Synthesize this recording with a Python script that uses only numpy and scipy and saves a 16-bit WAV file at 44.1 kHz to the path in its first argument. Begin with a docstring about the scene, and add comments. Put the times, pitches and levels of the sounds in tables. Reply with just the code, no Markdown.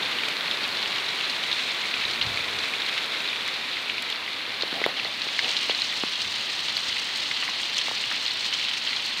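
"""Upstairs at an open roof window, with steady rain falling on the roofs and the street.
Distant impacts superpose into a roar, a hiss and a sizzle; nearer drops excite damped resonances of
wet tiles, pattering on the roofs and ticking close by. Drips splat and tiny drops prickle on the sill.
Now and then a knock sends bending waves through the pane, or a scuff sounds the hollow frame.
Puffs of wind rumble on the microphone, and a faint far hum lies beneath it all."""
import sys
import numpy as np
from scipy import signal
from scipy.fft import rfft, irfft, next_fast_len
from scipy.io import wavfile

SR = 44100
rng = np.random.default_rng(int(sys.argv[2]) if len(sys.argv) > 2 else 0)


def store_pcm(level_fs):
    """Save levels as 16-bit WAV."""
    pcm = np.round(np.clip(level_fs, -1, 1) * 32767).astype(np.int16)
    wavfile.write(sys.argv[1], SR, np.atleast_2d(pcm).T)


N = 405719

# Source spectra: f/Hz, relative spectral level/dB
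WIND_SPECTRUM = [(20, -24), (55, -3), (100, 2), (180, -7), (300, -20), (800, -60)]  # turbulence at the microphone
FRAME_SPECTRUM = [(80, -25), (300, -4), (560, -1), (800, -0.5), (1200, -27), (4000, -36)]  # hollow window frame
PANE_SPECTRUM = [(40, -42), (130, -7), (400, 2.5), (650, -1), (1100, 2.5), (2000, -5.5), (4200, -2.5),
                 (6000, -29), (16000, -40)]  # knocked glass
ROAR_SPECTRUM = [(20, -46), (55, -21), (110, -7.5), (250, 0), (600, 0), (1400, 2), (2200, 1), (4200, -24),
                 (5500, -20), (9000, -23), (12000, -25.5), (16000, -34)]  # far rain
HISS_SPECTRUM = [(300, -41), (1000, -8.5), (1650, -8), (2050, -1.5), (3000, 3.5), (4100, 2), (4500, -2),
                 (5100, -11), (7000, -28), (16000, -75)]  # rain on the roofs
SIZZLE_SPECTRUM = [(2500, -10.5), (4200, 5), (5500, -0.5), (6500, -3), (7500, -9.5), (8800, -9.5),
                   (10000, -31), (16000, -24)]  # rain on the wet street
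SPLASH_SPECTRUM = [(200, -63), (1000, -6.5), (1600, -2.5), (2100, 0), (4200, 4), (5200, -4.5),
                   (7000, -19.5), (10000, -43), (16000, -39)]  # one drop on a tile
SPRAY_SPECTRUM = [(1500, -24), (4000, 13.5), (8500, 5), (11500, -2), (14000, -1), (16000, -29)]  # tiny drops on the sill
# Puffs of wind: t/s, nominal peak level/dB
WIND_PUFFS = [(.5, -53), (2.05, -52), (2.28, -36.5), (2.52, -49), (6.28, -53), (6.9, -56)]
# Scuffs on the frame: t/s, duration/s, level/dB
FRAME_SCUFFS = [(4.725, 0.094, -37), (4.831, 0.093, -39), (5.036, 0.068, -43), (5.414, 0.097, -38)]
# Knocks on the pane: t/s, peak level/dB, group delay at 500 Hz/s, thud f/Hz
PANE_KNOCKS = [(4.633, -19.5, .0025, 450), (4.727, -20, 0.0017, 270), (4.8155, -16, 0.0016, 480),
               (4.863, -7, 0.00104, 466), (4.874, -25, 0.00258, 720), (4.8895, -26, 0.0032, 580),
               (5.049, -23.5, 0.0034, 650), (5.266, -29, 0.0033, 400), (5.693, -17.5, 0.0048, 560),
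               (6.035, -13, 0.0025, 244), (7.8826, -21, 0.0021, 780), (7.910, -23, 0.0052, 750)]
# Strength of the rain, in relative levels: t/s, roar level/dB, hiss level/dB, sizzle level/dB
RAIN_LEVELS = [(0.0, -35.5, -28.5, -49), (0.6, -36, -29, -48), (1.64, -38, -27.5, -41.5),
               (2.15, -37, -29, -46), (2.8, -37, -28.5, -45.5), (3.85, -40, -29.5, -50),
               (4.38, -40.3, -32, -56), (4.82, -38.5, -30.5, -58), (5.17, -41, -31, -45.5),
               (5.45, -40.5, -28, -38), (6.15, -41.5, -29.5, -39.5), (7.53, -41.5, -28.5, -39),
               (8.58, -43, -29, -39.5), (9.2, -41.5, -30, -41.5)]
# Microphone position: t/s, place (0 behind the frame, 1 out in the opening)
MIC_PATH = [(0, 0.25), (3.4, 0.041), (4.8, .4), (5.6, 0.7), (9.2, 0.7)]
# Transfer functions to those two places: f/Hz, gain/dB
FRAME_RESPONSE = [(150, -3), (450, 0), (700, -1.5), (1500, 0), (2400, 1.5), (3050, -4.5), (3650, 0.5),
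                  (4500, -3), (7000, 2)]
OPENING_RESPONSE = [(150, 1), (280, 0.5), (400, -3.5), (700, -0.5), (1120, -1), (1400, -3.5), (2000, 1),
                    (2300, -4.5), (2800, 1.5), (3750, -0.5), (4300, 3), (7000, 0.5)]
# Sharpest of the tiny drops on the sill: t/s, initial level/dB
SILL_PRICKS = [(.2865, -28), (.678, -30), (3.4785, -30), (4.0236, -26.5), (4.1023, -28), (4.863, -31),
               (6.774, -28), (7.175, -29), (9.063, -29)]
# Fat drips in the gutter and on the sill: t/s, initial level/dB, centre f/Hz
FAT_DRIPS = [(0.875, -28, 3930), (2.11, -23.5, 3880), (2.587, -24, 3800), (2.978, -19.5, 3100),
             (6.218, -22, 4340), (6.884, -26, 4470), (7.425, -27.5, 1700), (7.488, -29.5, 1400),
             (7.781, -22.5, 4970), (8.114, -28, 1500), (8.536, -23.5, 4170), (8.78, -29, 4600)]
# Largest drops on the nearest tiles: t/s, relative peak level/dB, ring f/Hz
LARGE_DROPS = [(.186, -13, 2900), (.235, -12, 2330), (.284, -12, 2450), (.512, -11, 3670),
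               (1.515, -12, 3770), (1.528, -9, 3660), (1.940, -10, 2600), (2.213, -10, 2910),
               (2.216, -10, 3340), (3.898, -12, 2470), (3.981, -13, 2480), (4.100, -15, 3110),
               (4.126, -12, 3370), (4.622, -11, 4240), (4.840, -8, 2060), (4.997, -11, 2690),
               (5.218, -11, 3910), (5.391, -6, 2100), (5.567, -10, 4020), (5.698, -12, 2860),
               (5.748, -11, 4160), (5.819, -10, 4150), (6.768, -10, 4330), (7.313, -14, 2120),
               (7.425, -13, 2750), (7.479, -13, 1980), (7.768, -13, 4320), (8.039, -13, 2870),
               (8.114, -11, 1770), (8.874, -11, 3140), (8.963, -11, 4150)]


def gain_of(db):
    """Amplitude ratio of a level: a factor of ten per 20 dB."""
    return 10 ** (np.asarray(db) / 20)


def unit_rms(x):
    """Normalisation to unit mean power."""
    return x / np.sqrt(np.mean(x ** 2) + 1e-20)


def unit_peak(x):
    """Normalisation to unit peak amplitude."""
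    return x / (abs(x).max() + 1e-20)


def spectrum_gain(spectrum, hz):
    """Gain by interpolation of level over logarithmic frequency."""
    f, db = np.transpose(spectrum)
    return gain_of(np.interp(np.log(hz + 1), np.log(f + 1), db))


def rain_envelope(layer):
    """Amplitude envelope of one rain layer, by interpolation of level over time."""
    times, roar, hiss, sizzle = np.transpose(RAIN_LEVELS)
    db = {"roar": roar, "hiss": hiss, "sizzle": sizzle}[layer]
    return gain_of(np.interp(np.arange(N) / SR, times, db))


def coloured(x, spectrum):
    """Zero-phase filtering by multiplication in the frequency domain."""
    size = next_fast_len(2 * len(x))
    gain = spectrum_gain(spectrum, np.fft.rfftfreq(size, 1 / SR))
    return irfft(rfft(x, size) * gain, size)[:len(x)]


def noise(spectrum):
    """Stationary Gaussian noise of given spectral shape and unit rms."""
    return unit_rms(coloured(rng.standard_normal(N), spectrum))


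def drift(cutoff_hz):
    """Slow random fluctuation of unit rms: noise band-limited from about 1 Hz to the cutoff."""
    spectrum = rfft(rng.standard_normal(N // 64))
    hz = np.arange(len(spectrum)) * SR / N
    slow = irfft(spectrum * hz / (hz + 1) / (1 + (hz / cutoff_hz) ** 2))
    return unit_rms(np.interp(np.linspace(0, len(slow) - 1, N), np.arange(len(slow)), slow))


def impacts(per_s, spread_db):
    """Random impulses with exponentially distributed levels: many small, few large."""
    train = np.zeros(N)
    at = rng.integers(0, N, max(int(per_s * N / SR), 1))
    train[at] = gain_of(spread_db * np.minimum(rng.exponential(1, len(at)), 3.4))
    return train


def add(mix, start_s, sound):
    """Linear superposition of a sound on the mix."""
    part = mix[max(round(start_s * SR), 0):][:len(sound)]
    part += sound[:len(part)]


def hum(centre_hz=111, level_db=-66.5):
    """Random frequency and amplitude modulation make a faint far tone waver."""
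    tone = np.sin(2 * np.pi * np.cumsum(centre_hz + 6 * drift(8.3)) / SR)
    return gain_of(level_db) * unit_rms(tone * gain_of(2.6 * drift(6.2)))


def wind(rise_db_per_s=230, fall_db_per_s=150, breeze_db=-80):
    """Turbulent pressure buffets the microphone; each puff swells and decays into a faint breeze."""
    t, strength = np.arange(N) / SR, gain_of(breeze_db)
    for s, db in WIND_PUFFS:
        below_peak_db = np.maximum((s - t) * rise_db_per_s, (t - s) * fall_db_per_s)
        strength = strength + gain_of(db - below_peak_db)
    lumps = gain_of(2 * drift(14))
    return noise(WIND_SPECTRUM) * strength * lumps


def frame_scuffs():
    """Friction: a rapid series of small slips excites the hollow window frame."""
    strokes = np.zeros(N)
    for s, length_s, db in FRAME_SCUFFS:
        add(strokes, s, gain_of(db) * np.hanning(int(length_s * SR)) ** .5)
    slips = impacts(per_s=760, spread_db=1.5) * rng.choice([-1, 1], N)
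    return strokes * unit_rms(coloured(slips, FRAME_SPECTRUM))


def pane_knocks(size=4096):
    """Dispersion: bending waves in glass run faster at high frequency, so a knock is a falling chirp."""
    out, hz = np.zeros(N), np.fft.rfftfreq(size, 1 / SR)
    for s, db, delay_s, thud_hz in PANE_KNOCKS:
        lag_cycles = 2 * delay_s * np.sqrt(500 * hz)
        thud = 1 + 2.14 * np.exp(-(np.log2((hz + 1) / thud_hz) / 0.61) ** 2)
        knock = irfft(spectrum_gain(PANE_SPECTRUM, hz) * thud * np.exp(-2j * np.pi * lag_cycles))
        add(out, s, gain_of(db) * unit_peak(knock[:size // 2]))
    return out


def far_rain(shower, splash_decay_s=.002):
    """Incoherent addition: countless far drops merge into a roar, a hiss and a grainy sizzle."""
    roar = gain_of(1.5) * noise(ROAR_SPECTRUM) * rain_envelope("roar")
    hiss = gain_of(-2.0) * noise(HISS_SPECTRUM) * rain_envelope("hiss")
    t = np.arange(0, .04, 1 / SR)
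    energies = impacts(per_s=1000, spread_db=4.5) ** 2
    splash_power = signal.oaconvolve(energies, np.exp(-t / splash_decay_s))[:N]
    splashes = unit_rms(noise(SIZZLE_SPECTRUM) * np.sqrt(abs(splash_power)))
    sizzle = gain_of(-0.5) * splashes * rain_envelope("sizzle")
    return roar + (hiss + sizzle) * shower


def tile_drop(hz, ring_s, splash, tail_db, tail_s):
    """Damped resonance of a wet tile, with a splash near that pitch and a tail scattered off walls."""
    t = np.arange(0, .08, 1 / SR)
    ring = np.exp(-t / ring_s) * np.sin(2 * np.pi * (hz * t + rng.random()))
    splash_envelope = splash * np.exp(-t / .003) + gain_of(tail_db) * np.exp(-t / tail_s)
    splash_noise = coloured(rng.standard_normal(len(t)), SPLASH_SPECTRUM)
    splash_noise = coloured(splash_noise, [(hz / 2, -6), (hz, 0), (2 * hz, -8)])
    attack = 1 - np.exp(-t / .0003)
    return (ring + unit_rms(splash_noise) * splash_envelope) * attack


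def roof_patter(spots=40, drops_per_s=420):
    """Convolution: each spot on the neighbouring roofs answers drops with its own impulse response."""
    out = np.zeros(N)
    for hz in np.linspace(2020, 4350, spots):
        ring_s = .0014 * 2 ** rng.uniform(-1.5, 1.5)
        response = tile_drop(hz, ring_s, splash=.22, tail_db=-22, tail_s=.014)
        hits = impacts(per_s=drops_per_s / spots, spread_db=4.5)
        out += signal.oaconvolve(hits, unit_rms(response))[:N]
    return gain_of(-5.0) * unit_rms(out) * rain_envelope("hiss")


def through_window(rain):
    """Interference: reflections off the frame colour the rain differently as the microphone moves."""
    place = np.clip(np.interp(np.arange(N) / SR, *np.transpose(MIC_PATH)), 0, 1)
    return (1 - place) * coloured(rain, FRAME_RESPONSE) + place * coloured(rain, OPENING_RESPONSE)


def sill_spray(decay_s=.0013):
    """Brief impacts radiate high frequencies: tiny drops prickle on the sill, a few more sharply."""
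    t = np.arange(0, .02, 1 / SR)
    hits = gain_of(-53) * impacts(per_s=70, spread_db=4)
    for s, db in SILL_PRICKS:
        add(hits, s, gain_of([db]))
    return signal.oaconvolve(hits, np.exp(-t / decay_s))[:N] * noise(SPRAY_SPECTRUM)


def drip_splats(decay_s=.0076):
    """Break-up on impact turns a fat drip into a noise burst: dull in the gutter, bright on the sill."""
    t, out = np.arange(0, .06, 1 / SR), np.zeros(N)
    for s, db, hz in FAT_DRIPS:
        band = [(hz / 4, -30), (hz * .75, 0), (hz * 1.2, -2), (hz * 2, -22), (hz * 3, -42)]
        burst = unit_rms(coloured(rng.standard_normal(len(t)), band))
        add(out, s, gain_of(db) * np.exp(-t / decay_s) * burst)
    return out


def close_drops(strays_per_s=5, above_hiss_db=12.5, spread_db=2.5, stray_hz=(2100, 4450)):
    """Impulse excitation of the nearest tiles: large drops, and random strays scaled to the hiss."""
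    out, hiss = np.zeros(N), rain_envelope("hiss")
    drops = [(s, gain_of(db - 1.5), hz) for s, db, hz in LARGE_DROPS]
    for when, size, spot in rng.random((int(strays_per_s * N / SR), 3)):
        peak = hiss[int(when * N)] * gain_of(above_hiss_db + spread_db * (2 * size - 1))
        drops.append((when * N / SR, peak, np.interp(spot, [0, 1], stray_hz)))
    for s, peak, hz in drops:
        tick = tile_drop(hz, ring_s=.0016, splash=.21, tail_db=-22.5, tail_s=.011)
        add(out, s, peak * unit_peak(tick))
    return out


def scene():
    """Superposition of all sources; a common modulation makes the shower thicken and thin."""
    shower = gain_of(.75 * drift(22))
    rain = through_window(far_rain(shower) + roof_patter() * shower)
    near_rain = close_drops() + drip_splats() + sill_spray()
    return (rain + near_rain + pane_knocks() + frame_scuffs() + wind() + hum())[None]


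def record(dry, low_hz=42, high_hz=15830):
    """Band limiting: the microphone loses the deepest bass, and a steep low-pass cuts the top treble."""
    highpass = signal.butter(2, low_hz, "highpass", fs=SR, output="sos")
    lowpass = signal.firwin(511, high_hz, window=("kaiser", 9), fs=SR)
    return signal.oaconvolve(signal.sosfilt(highpass, dry), lowpass[None], "same")


dry = scene()
out = record(dry)
store_pcm(out)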